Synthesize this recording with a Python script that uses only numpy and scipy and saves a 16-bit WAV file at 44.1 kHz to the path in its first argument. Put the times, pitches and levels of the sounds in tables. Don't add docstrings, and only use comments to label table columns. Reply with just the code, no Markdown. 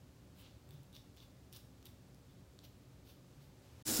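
import sys
import numpy as np
from scipy import signal
from scipy.fft import rfft, irfft, next_fast_len
from scipy.io import wavfile

SR = 44100
rng = np.random.default_rng(int(sys.argv[2]) if len(sys.argv) > 2 else 0)


def transcribe(u):
    v = np.clip(np.atleast_2d(u).T, -1, 1)
    q = np.round(v * 32767).astype(np.int16)
    wavfile.write(sys.argv[1], SR, q)


N = 176400

# (frequency [Hz], relative density [dB])
RUMBLE_SPECTRUM = [(15, -30), (25, -25.5), (60, -0.5), (96, -0.5), (128, 2), (162, -8), (189, -4),
                   (214, -12.5), (265, -8.5), (295, -10.5), (329, -18), (361, -12.5), (415, -17),
                   (565, -15), (659, -22), (857, -23.5), (1000, -32.5), (1300, -60.5), (2200, -120)]
# (frequency [Hz], width [Hz], relative level [dB])
DUCT_MODES = [(121.4, 14.5, -4), (185, 5.3, -6), (253.4, 15, -9.5), (293, 14, -11), (368, 10, -11)]
# (frequency [Hz], relative density [dB])
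HISS_SPECTRUM = [(500, -28.5), (900, -2.5), (1150, 1), (1550, -4.5), (2200, -14), (3800, -16.5),
                 (7700, -9.5), (8300, -20), (15500, -12.5)]
# (start [s], peak [s], decay [s], level [dB])
LOW_SWELLS = [(0.693, 0.765, 0.054, -54.5), (3.33, 3.364, 0.085, -54)]
# (frequency [Hz], width [Hz], relative level [dB])
LOW_SWELL_MODE = [(140, 6, 0)]
RUMBLE_DB, DUCT_DB, HISS_DB = -61, -67.5, -77.5

# (time [s], level [dB])
SHIRT_LEVELS = [(3.2, -72), (3.36, -70.5), (3.55, -71.5), (3.66, -68.5), (3.82, -68)]
# (frequency [Hz], relative density [dB])
SHIRT_SPECTRUM = [(400, 2), (1500, -3), (4500, -4.5), (8000, -9.5), (15000, -15.5)]

# (landing [s], peak [s], decay [s], rasp cutoff [Hz], ring [dB], rasp [dB], edge [dB])
RAZOR_STROKES = [(0.34, 0.417, 0.0093, 6000, -89, -69.5, -67), (.335, 0.462, 0.028, 3600, -83, -59.5, -82),
                 (.7, 0.731, .05, 7000, -75, -74.5, -74), (0.921, 0.965, 0.016, 5970, -62, -65.5, -67),
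                 (1.166, 1.18, 0.016, 9000, -76, -65, -75), (1.187, 1.231, 0.019, 5500, -78, -65, -73),
                 (1.516, 1.565, 0.014, 7900, -68, -57.5, -60.5),
                 (1.845, 1.864, 0.0096, 7040, -71, -61, -61), (2.266, 2.3, 0.034, 9000, -82, -84.5, -82),
                 (2.627, 2.65, 0.0094, 7800, -71.5, -59.5, -63),
                 (3.034, 3.102, .026, 8800, -93, -65.5, -67.5), (3.38, 3.43, 0.036, 9000, -89, -74.5, -75)]
# (time [s], ring [dB], rasp [dB], edge [dB])
HAIR_TICKS = [(.691, -78, -70, -71), (.708, -70, -69, -61), (.833, -88, -78, -68.5), (.929, -73, -75, -66),
              (.952, -67, -58.5, -66.5), (.9655, -50.5, -67, -68), (1.166, -83, -76, -66),
              (1.172, -70, -65, -72), (1.203, -61.5, -69, -82), (1.5274, -73, -57, -55.5),
              (1.534, -78, -66.5, -57), (1.563, -63, -58.5, -61), (1.57, -82, -72, -55),
              (1.8275, -74, -60.5, -75), (1.856, -74, -66, -58), (1.869, -63, -63, -69),
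              (2.1463, -81, -72, -68), (2.59, -76, -57, -78)]
# (frequency [Hz], width [Hz], relative level [dB])
BLADE_MODES = [(2950, 140, -13), (3500, 130, 0), (3780, 170, -5), (4700, 300, -16), (5750, 400, -20)]
# (frequency [Hz], relative gain [dB])
RASP_SPECTRUM = [(300, -24), (850, -8), (1300, -9), (1900, -12), (2400, -7), (2950, 0), (4000, 0),
                 (4900, -1), (6200, -1), (7600, -3.5), (8600, -11), (16000, -24)]
# (frequency [Hz], relative gain [dB])
EDGE_SPECTRUM = [(500, -30), (2500, -14), (5000, -6), (7500, -2), (10000, -3), (13000, 0), (15800, 1),
                 (17000, -30)]
TICK_RMS_SPAN_S, TICK_DECAY_S, TICK_GRIT_RATIO = .0026, .0007, 1.55

# (frequency [Hz], T60 [s])
ROOM_DECAY = [(200, 0.74), (3000, 0.35), (7000, 0.41), (15000, 0.32)]
ROOM_DB, ROOM_ONSET_S, ROOM_BLOCK_S = -6, .008, .3

# (frequency [Hz], relative density [dB])
SPRAY_SPECTRUM = [(530, -34), (900, -13.5), (1270, -15), (1470, -8.5), (2220, -13), (3460, -9), (3800, -6),
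                  (4390, -7.5), (5060, -3.5), (6580, -7), (7060, -2), (7860, -5.5), (11800, -6),
                  (13300, -7), (15500, -7)]
# (time [s], gain [dB])
SPRAY_GAINS = [(3.85, -31.5), (3.9, -36.5), (3.95, -35.5), (4.0, -37)]
# (frequency [Hz], width [Hz], relative level [dB])
SPLASH_MODES = [(5200, 200, 3), (6880, 150, 4.5), (7800, 240, 0), (8440, 74, -6)]
# (frequency [Hz], width [Hz], relative level [dB])
BASIN_MODES = [(388, 16, -5), (492, 54, -3), (1446, 81, -11)]
# (frequency [Hz], relative density [dB])
POUR_SPECTRUM = [(30, -9), (65, 0.5), (130, 1.5), (190, -4.5), (250, 0.5), (400, -8), (550, -7.5),
                 (800, -9.5), (1200, -22.5), (2500, -35)]
BUBBLES_RE_DROPS_DB, SPLASH_RE_DROPS_DB, BASIN_DB, POUR_DB = -8.5, -10.5, -54, -45.5
BUBBLES_PER_S, BUBBLE_HZ, BUBBLE_LOG_SPREAD = 500, 7500, .5
BUBBLE_DECAY_CYCLES, BUBBLE_RISE_PER_DECAY = 14, .02

# (time [s], frequency [Hz], gain [dB], decay [s])
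DRAIN_GLUGS = [(3.885, 327, -32, 0.0073), (3.914, 263, -26.5, 0.0049), (3.977, 1417, -40.5, 0.011),
               (3.99, 255.6, -22, 0.016)]
DRAIN_HZ, DRAIN_DB, GLUG_ATTACK_S, GLUG_RISE_PER_S = 313.6, -46, .0046, 1.78

SILENCE_S, CUT_S, TAP_S, TAP_FADE_S = 3.826, .0011, 3.85, .046
BAND_LIMIT_HZ = 15800


def amp(db):
    return 10 ** (np.asarray(db) / 20)


def unit(x):
    return x / np.sqrt(np.mean(x ** 2) + 1e-20)


def clock():
    return np.arange(N) / SR


def along(points, hz):
    points_hz, values = np.transpose(points)
    return np.interp(np.log(hz + 1), np.log(points_hz + 1), values)


def level(points):
    return amp(np.interp(clock(), *np.transpose(points)))


def coloured(x, spectrum=None, modes=()):
    size = 2 * next_fast_len(N)
    f = np.fft.rfftfreq(size, 1 / SR)
    power = amp(along(spectrum, f)) ** 2 if spectrum is not None else 0
    for hz, width_hz, db in modes:
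        resonance = (f * width_hz) ** 2 / ((hz * hz - f * f) ** 2 + (f * width_hz) ** 2)
        power = power + amp(db) ** 2 * resonance / (1 + (f / (2 * hz)) ** 4)
    cepstrum = irfft(np.log(power / power.mean() + 1e-12) / 2)
    cepstrum[1:size // 2] *= 2
    cepstrum[size // 2 + 1:] = 0
    return irfft(rfft(x, size) * np.exp(rfft(cepstrum)))[:N]


def noise(spectrum=None, modes=()):
    return unit(coloured(rng.standard_normal(N), spectrum, modes))


def crackle(rate_per_s, spread_db, noise_ratio):
    hits = (rng.random(N) < rate_per_s / SR) * rng.choice([-1, 1], N)
    sizes = amp(spread_db * np.clip(rng.standard_normal(N), -2, 2))
    return unit(unit(hits * sizes) + noise_ratio * rng.standard_normal(N))


def swell(start_s, peak_s, decay_s):
    t = clock()
    rise = np.clip((t - start_s) / max(peak_s - start_s, 1 / SR), 0, 1) ** 1.1
    return rise * np.exp(-np.maximum(t - peak_s, 0) / decay_s)


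def room_tone():
    swells = sum(amp(db) * swell(*times_s) for *times_s, db in LOW_SWELLS) * noise(modes=LOW_SWELL_MODE)
    ventilation = amp(RUMBLE_DB) * noise(RUMBLE_SPECTRUM) + amp(DUCT_DB) * noise(modes=DUCT_MODES)
    return ventilation + amp(HISS_DB) * noise(HISS_SPECTRUM) + swells


def shirt():
    return level(SHIRT_LEVELS) * noise(SHIRT_SPECTRUM)


def stiff_hair():
    t = np.arange(SR // 100) / SR
    snap = unit(1.0 * (t == 0))
    grit = unit(rng.standard_normal(len(t)) * np.exp(-t / TICK_DECAY_S))
    tick = snap + TICK_GRIT_RATIO * grit
    return tick * np.sqrt(TICK_RMS_SPAN_S * SR) / np.linalg.norm(tick)


def razor():
    drive = np.zeros((3, N))
    snaps = crackle(rate_per_s=2200, spread_db=3.5, noise_ratio=.74)
    for start_s, peak_s, decay_s, cutoff_hz, *levels_db in RAZOR_STROKES:
        muffled = signal.sosfilt(signal.butter(2, cutoff_hz, fs=SR, output="sos"), snaps)
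        bite = swell(start_s, peak_s, decay_s)
        drive += amp(levels_db)[:, None] * np.array([snaps, muffled, snaps]) * bite
    for start_s, *levels_db in HAIR_TICKS:
        tick = stiff_hair()
        drive[:, round(start_s * SR):][:, :len(tick)] += amp(levels_db)[:, None] * tick
    ring, rasp, edge = drive
    blade = coloured(ring, modes=BLADE_MODES)
    return blade + coloured(rasp, RASP_SPECTRUM) + coloured(edge, EDGE_SPECTRUM)


def bathroom(x):
    wet, block = np.zeros(N + SR), int(ROOM_BLOCK_S * SR)
    for i in range(0, N, block):
        hz, t, bands = signal.stft(rng.standard_normal(SR // 2), SR, nperseg=256)
        decay = amp(-60 * t / along(ROOM_DECAY, hz)[:, None])
        onset = 1 - np.exp(-t / ROOM_ONSET_S)
        tail = signal.istft(bands * decay * onset, SR, nperseg=256)[1]
        echo = signal.fftconvolve(x[i:i + block], tail / np.linalg.norm(tail))
        wet[i:i + len(echo)] += echo
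    return x + amp(ROOM_DB) * wet[:N]


def tap():
    drops = crackle(rate_per_s=2200, spread_db=5, noise_ratio=.77)
    spray = unit(coloured(drops, SPRAY_SPECTRUM)) + amp(BUBBLES_RE_DROPS_DB) * bubbles()
    spray += amp(SPLASH_RE_DROPS_DB) * noise(modes=SPLASH_MODES)
    basin = amp(BASIN_DB) * noise(modes=BASIN_MODES) + amp(POUR_DB) * noise(POUR_SPECTRUM)
    return level(SPRAY_GAINS) * spray + basin


def bubbles():
    out, t = np.zeros(N + SR), np.arange(SR // 50) / SR
    span_s = N / SR - TAP_S
    for when, pitch_a, pitch_b, size in rng.random((int(BUBBLES_PER_S * span_s), 4)):
        hz = BUBBLE_HZ * np.exp(BUBBLE_LOG_SPREAD * (pitch_a + pitch_b - 1))
        age = t * hz / BUBBLE_DECAY_CYCLES
        ping = np.sin(2 * np.pi * hz * t * (1 + BUBBLE_RISE_PER_DECAY * age / 2)) * np.exp(-age)
        out[int((TAP_S + when * span_s) * SR):][:len(t)] += size ** 2 * ping
    return out[:N] / out[int(TAP_S * SR):N].std()


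def drain():
    out = amp(DRAIN_DB) * np.sqrt(2) * np.sin(2 * np.pi * (DRAIN_HZ * clock() + rng.random()))
    for start_s, hz, db, decay_s in DRAIN_GLUGS:
        t = np.maximum(clock() - start_s, 0)
        envelope = np.exp(-t / decay_s) * (1 - np.exp(-t / GLUG_ATTACK_S))
        out += amp(db) * envelope * np.sin(2 * np.pi * hz * t * (1 + GLUG_RISE_PER_S * t / 2))
    return out


def scene():
    t = clock()
    shave = (bathroom(razor()) + room_tone() + shirt()) * np.clip((SILENCE_S - t) / CUT_S, 0, 1)
    water = (tap() + drain()) * np.clip((t - TAP_S) / TAP_FADE_S, 0, 1)
    return (shave + water)[None]


def record(dry):
    return signal.sosfilt(signal.ellip(12, .1, 80, BAND_LIMIT_HZ, fs=SR, output="sos"), dry)


dry = scene()
out = record(dry)
transcribe(out)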